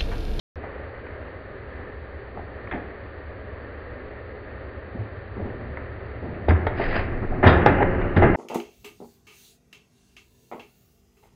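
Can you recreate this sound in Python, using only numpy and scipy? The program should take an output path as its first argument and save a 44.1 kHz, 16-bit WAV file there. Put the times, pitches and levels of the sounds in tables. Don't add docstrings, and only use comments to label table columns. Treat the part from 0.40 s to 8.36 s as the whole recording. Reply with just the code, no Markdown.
import sys
import numpy as np
from scipy import signal
from scipy.fft import rfft, irfft, next_fast_len
from scipy.io import wavfile
from scipy.ndimage import map_coordinates

SR = 44100
rng = np.random.default_rng(int(sys.argv[2]) if len(sys.argv) > 2 else 0)


def master_out(mix):
    frames = np.transpose(np.atleast_2d(mix))
    ceiling = np.clip(frames, -1, 1)
    pcm = np.round(ceiling * 32767).astype(np.int16)
    wavfile.write(sys.argv[1], SR, pcm)


N = 351036

# freq_hz, width_hz, height_db (times depth)
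DRUM_PEAKS = [(284.3, 53, 3.5), (372, 43, 4.5), (408, 47, 2), (487, 31, 4), (545, 60, 5.5), (627, 39, 5),
              (765, 39, 4.5), (1209, 130, 3), (1622, 35, 3.5), (1820, 150, 4.5), (2026, 30, 4.5)]
# freq_hz, width_hz, height_db (times depth)
CABINET_PEAKS = [(174, 14, -0.5), (268, 28, 7), (376, 46, 11), (540, 44, 2.5), (603, 20, 3.5),
                 (652.8, 19, 9.5), (813, 43, 9), (1205, 49, 4), (1350, 160, 5), (1750, 280, 7.5),
                 (1860, 270, 4), (2064, 30, 13.5), (2410, 45, 8)]
# start_s, level_db, rise_s, t60_s, bass_db, treble_db
HEAVY_BLOWS = [(6.081, -24.5, 0.004, 0.33, 8, -2), (6.1, -25, 0.004, 0.14, 5.5, 5.5),
               (7.027, -10.5, 0.019, 0.46, 4.5, 1), (7.056, -10, 0.022, 0.23, -2.5, 12),
               (7.26, -14, 0.0011, 0.25, -5.5, -2.5), (7.764, -13.5, 0.0033, 0.23, 3.5, -1),
               (7.821, -12.5, 0.018, 0.19, 2, -22)]


def amp(db):
    return 10 ** (np.asarray(db) / 20)


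def unit(x):
    return x / np.sqrt(np.mean(x ** 2) + 1e-20)


def along(points, hz):
    freq_hz, values = np.transpose(points)
    return np.interp(np.log(hz + 1), np.log(freq_hz + 1), values)


def wobble(rate_hz, size=N):
    knots = rng.standard_normal(size // 20 + 4)
    return map_coordinates(knots, [np.arange(size) * rate_hz / SR], mode="wrap")


def noise(colour_db, size=N):
    n_fft = next_fast_len(size)
    gain = amp(colour_db(np.fft.rfftfreq(n_fft, 1 / SR)))
    return unit(irfft(rfft(rng.standard_normal(n_fft)) * gain, n_fft)[:size])


def body(spectrum, peaks=(), depth=1):
    return lambda hz: along(spectrum, hz) + depth * sum(
        db / (1 + (2 * (hz - peak_hz) / width_hz) ** 2) for peak_hz, width_hz, db in peaks)


def resonances(modes):
    return sum(amp(db) * noise(lambda hz: -20 * np.log10(1 + ((hz - mode_hz) / width_hz) ** 2))
               for mode_hz, width_hz, db in modes)


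def swell(rise_s, t60_s):
    t = np.arange(SR) / SR
    attack = np.sin(np.pi / 2 * np.minimum(t / rise_s, 1))
    return attack * amp(-60 * np.maximum(t - rise_s, 0) / t60_s)


def add(track, start_s, sound):
    part = track[max(round(start_s * SR), 0):][:len(sound)]
    part += sound[:len(part)]


def bursts(rows, colour_db, chatter_hz, chatter_db):
    out = np.zeros(N)
    for start_s, db, rise_s, t60_s in rows:
        contacts = unit(amp(chatter_db * wobble(chatter_hz, size=SR)))
        add(out, start_s, amp(db) * swell(rise_s, t60_s) * contacts * noise(colour_db, size=SR))
    return out


def room(x):
    decay = [(100, 0.086), (500, 0.83), (2000, 0.96), (5000, 0.069)]
    hz, t, spectra = signal.stft(rng.standard_normal(SR // 2), SR, nperseg=256)
    tail = signal.istft(spectra * amp(-60 * t / along(decay, hz)[:, None]), SR, nperseg=256)[1]
    delayed = np.pad(x, (SR // 100, 0))
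    return signal.fftconvolve(delayed, tail / np.linalg.norm(tail))[:N]


def running(whirr_db=-40.5, hiss_db=-68.5):
    # freq_hz, level_db
    whirr_colour = [(15, -7.5), (50, -16), (140, -8.5), (220, -3.5), (320, -6), (400, -3.5), (600, -5),
                    (750, -10.5), (1000, -11), (1850, -10), (2300, -17), (3200, -27.5), (4700, -68.5),
                    (5000, -68)]
    hiss_colour = [(2600, -25), (3500, 0), (4700, -1), (4850, -50), (6000, -90)]
    drone_modes = [(29.5, 3, -55), (71.7, 14, -42), (79.7, 8.5, -51), (105.5, 16, -47.5),
                   (422.6, 1.6, -51.5)]
    flutter = amp(0.63 * wobble(7) + 0.37 * wobble(70))
    whirr = amp(whirr_db) * flutter * noise(body(whirr_colour, DRUM_PEAKS, depth=1.14))
    return whirr + resonances(drone_modes) + amp(hiss_db) * noise(body(hiss_colour))


def wet_load():
    # start_s, level_db, rise_s, t60_s
    flops = [(1.945, -37.5, 0.027, 0.23), (2.333, -28.5, 0.0071, 0.34), (4.54, -34, 0.015, 0.44),
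             (4.965, -30.5, 0.01, 0.85), (5.04, -34.5, 0.016, 0.44), (5.23, -43, 0.014, 0.72),
             (5.8, -33, 0.058, 1), (6.085, -20, 0.031, 0.073)]
    scrapes = [(1.27, -51.5, .05, 0.62), (2.311, -29.5, 0.0054, 0.26)]
    splashes = [(6.35, -29, 0.088, 0.78), (6.5, -25, 0.073, 0.25)]
    ticks = [(.667, -51, 0.00085, 0.043), (2.312, -41, .001, 0.047), (5.943, -44.5, 0.0009, 0.075),
             (6.09, -34, 0.0024, 0.088), (6.412, -29.5, 0.0021, 0.06), (7.412, -38, .003, 0.096),
             (7.613, -48, 0.0021, 0.044)]
    clacks = [(.667, -35.5, 0.0025, 0.034), (2.274, -33, .001, 0.03), (2.340, -29.5, .002, 0.073),
              (5.371, -36, 0.002, 0.079), (6.096, -28, .002, .04), (6.107, -21.5, .002, 0.049),
              (6.268, -28, 0.0024, 0.097), (7.262, -18, 0.0012, 0.078), (7.612, -30, 0.0053, 0.071)]
    # freq_hz, level_db
    flop_colour = [(60, 2.5), (130, 2), (210, 9), (290, 5.5), (370, 6.5), (540, -3), (700, -1),
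                   (1000, -12.5), (2000, -41), (4000, -75), (5500, -96)]
    scrape_colour = [(300, -5), (600, 7), (1150, -8.5), (1700, 5.5), (2200, -3.5), (2800, -17), (3400, -13),
                     (3900, -32), (4600, -66)]
    splash_colour = [(250, 3), (600, 3), (1200, -2), (1900, 3.5), (2600, -4), (3600, -17.5), (4300, -17.5),
                     (5000, -18.5), (5400, -56.5)]
    tick_colour = [(1200, -26.5), (2200, 26), (2900, 11.5), (3800, -11.5), (4900, -36.5), (5300, -49.5)]
    clack_colour = [(300, -24), (700, 7.5), (1100, 12), (2100, 17), (2800, -14), (3700, -12), (4600, -50)]
    cloth = bursts(flops, body(flop_colour), chatter_hz=85, chatter_db=0)
    folds = bursts(scrapes, body(scrape_colour), chatter_hz=260, chatter_db=-3)
    water = bursts(splashes, body(splash_colour, DRUM_PEAKS, depth=0.73), chatter_hz=225, chatter_db=2.5)
    drops = bursts(ticks, body(tick_colour), chatter_hz=460, chatter_db=0.5)
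    buttons = bursts(clacks, body(clack_colour), chatter_hz=590, chatter_db=3.5)
    return cloth + folds + water + drops + buttons


def swing_db(time_s):
    rocking = [(4.2, -57), (5.1, -13), (5.78, -18.5), (5.92, -13), (6.5, -2), (7.96, -0.5)]
    return np.interp(time_s, *np.transpose(rocking))


def aftershake(gain_db=-11.5):
    energy = np.zeros(N)
    for start_s, db, *_ in HEAVY_BLOWS:
        add(energy, start_s, (amp(db + gain_db) * swell(rise_s=0.0095, t60_s=2.88)) ** 2)
    return np.sqrt(energy)


def unbalance(boom_db=-31.5, shudder_db=-31.5, rattle_db=-13, sway_db=-26.5):
    # freq_hz, level_db
    boom_colour = [(35, -23), (65, 0.5), (85, -2), (118, 0.5), (160, -26.5), (300, -84.5)]
    shudder_colour = [(70, -35.5), (160, 3), (270, 2.5), (380, 0.5), (600, -4), (1000, -13.5),
                      (1900, -16.5), (2600, -25), (3800, -73)]
    rattle_colour = [(600, -23), (1200, 13), (2000, 7.5), (2450, -0.5), (2850, 3), (3400, -22.5),
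                     (4200, -59)]
    sway_colour = [(6, -17), (18, 44), (40, 33.5), (55, 5), (90, -71)]
    singing_modes = [(173, 4.6, -11.5), (356, 7.1, -7.5), (542, 3.4, -15), (773, 17, -24), (1710, 23, -19)]
    rock_db, shake = swing_db(np.arange(N) / SR), aftershake()
    boom = np.hypot(amp(boom_db + 0.51 * rock_db), amp(-3) * shake) * noise(body(boom_colour))
    shudder_gain = np.hypot(amp(shudder_db + rock_db), amp(-2) * shake) * amp(1.6 * wobble(45))
    shudder = shudder_gain * noise(body(shudder_colour, CABINET_PEAKS, depth=0.42))
    rattle = amp(rattle_db + 2.3 * wobble(98)) * noise(body(rattle_colour))
    sway = amp(sway_db + 2.2 * rock_db) * noise(body(sway_colour))
    return boom + shudder + shake * (resonances(singing_modes) + rattle) + sway


def thumps(rise_s=0.018):
    shoves = [(4.586, -23, 106, 0.28), (5.018, -26, 88, 0.28), (6.085, -8.5, 80.6, 0.4),
              (6.132, -12, 84, 0.13), (6.255, -21, 84, 0.18), (7.052, -5.5, 97.7, 0.099),
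              (7.058, -12, 78.7, 0.39), (7.765, -11, 90.2, 0.54), (7.838, -15.5, 102.7, 0.19)]
    out, t = np.zeros(N), np.arange(SR) / SR
    for start_s, db, hz, t60_s in shoves:
        add(out, start_s, amp(db) * swell(rise_s, t60_s) * np.sin(2 * np.pi * hz * t))
    return out


def knocks(rise_s=0.0016, light_t60_s=0.051, drag_s=0.057):
    strikes = [(.237, -27.5), (1.973, -29), (1.992, -28.5), (2.335, -24), (2.359, -33), (2.376, -29),
               (5.372, -33.5), (6.084, -18), (6.267, -17.5), (6.397, -20), (6.921, -25.5), (7.028, -13),
               (7.262, -10), (7.405, -15.5), (7.422, -17), (7.821, -10), (7.947, -13)]
    crack_colour = [(150, -11), (450, 11), (650, -1), (850, 4.5), (1150, -3), (2000, -7.5), (2800, -21),
                    (4000, -33), (5000, -62)]
    tub_modes = [(600, -8.5), (690, -6), (815, -9), (890, -11.5)]  # freq_hz, level_db
    rows = [(start_s, db, light_t60_s + drag_s * amp(swing_db(start_s))) for start_s, db in strikes]
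    cracks = [(start_s, db - 4.5, rise_s, t60_s) for start_s, db, t60_s in rows]
    out = bursts(cracks, body(crack_colour, CABINET_PEAKS, depth=0.96), chatter_hz=250, chatter_db=-5.5)
    t = np.arange(SR) / SR
    for start_s, db, t60_s in rows:
        ring = np.zeros(SR)
        for mode_hz, mode_db in tub_modes:
            gain = amp(mode_db + rng.normal(0, 1))
            pitch_hz = mode_hz * rng.normal(1, 0.032)
            ring += gain * np.sin(2 * np.pi * (pitch_hz * t + rng.random()))
        add(out, start_s, amp(db) * swell(rise_s, t60_s) * ring)
    return out


def clanks():
    contacts = [(6.085, -44, .005, 0.11), (6.267, -45.5, 0.0024, 0.077), (7.066, -35, .008, 0.35),
                (7.262, -44.5, .003, 0.27), (7.763, -41.5, 0.0023, 0.084), (7.824, -50, 0.006, 0.097)]
    sheet_modes = [(2865, 100, -3), (3290, 110, -1.5), (3700, 110, -4), (4144, 100, -13),
                   (4770, 100, -12.5), (5800, 120, -38)]
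    strength = np.zeros(N)
    for start_s, db, rise_s, t60_s in contacts:
        add(strength, start_s, amp(db) * swell(rise_s, t60_s))
    return strength * resonances(sheet_modes)


def crash(blow, bass_hz=500, treble_hz=2900):
    steel_colour = [(50, -40), (130, 15), (350, 4.5), (700, 5), (1100, -1.5), (2000, -8), (2700, -15),
                    (4000, -29), (5200, -50.5), (6500, -50.5)]
    *event, bass_db, treble_db = blow
    steel = body(steel_colour, CABINET_PEAKS, depth=0.93)

    def colour_db(hz):
        low_shelf_db = bass_db / (1 + (hz / bass_hz) ** 2)
        high_shelf_db = treble_db * np.clip(np.log2((hz + 1) / treble_hz), 0, 1)
        return steel(hz) + low_shelf_db + high_shelf_db
    return bursts([event], colour_db, chatter_hz=460, chatter_db=-0.3)


def scene():
    hits = sum(crash(blow) for blow in HEAVY_BLOWS) + knocks() + clanks() + wet_load()
    return (running() + unbalance() + thumps() + hits + amp(-13) * room(hits))[None]


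def record(dry, start_s=0.158, fade_s=0.002, cutoff_hz=5814):
    gate = np.arange(N) / SR >= start_s
    fade = np.minimum(np.arange(N)[::-1] / (fade_s * SR), 1)
    n_fft = next_fast_len(N + SR // 2)
    lowpass = 1 / (1 + (np.fft.rfftfreq(n_fft, 1 / SR) / cutoff_hz) ** 60)
    return irfft(rfft(np.clip(dry, -1, 1) * gate * fade, n_fft) * lowpass, n_fft)[..., :N]


dry = scene()
out = record(dry)
master_out(out)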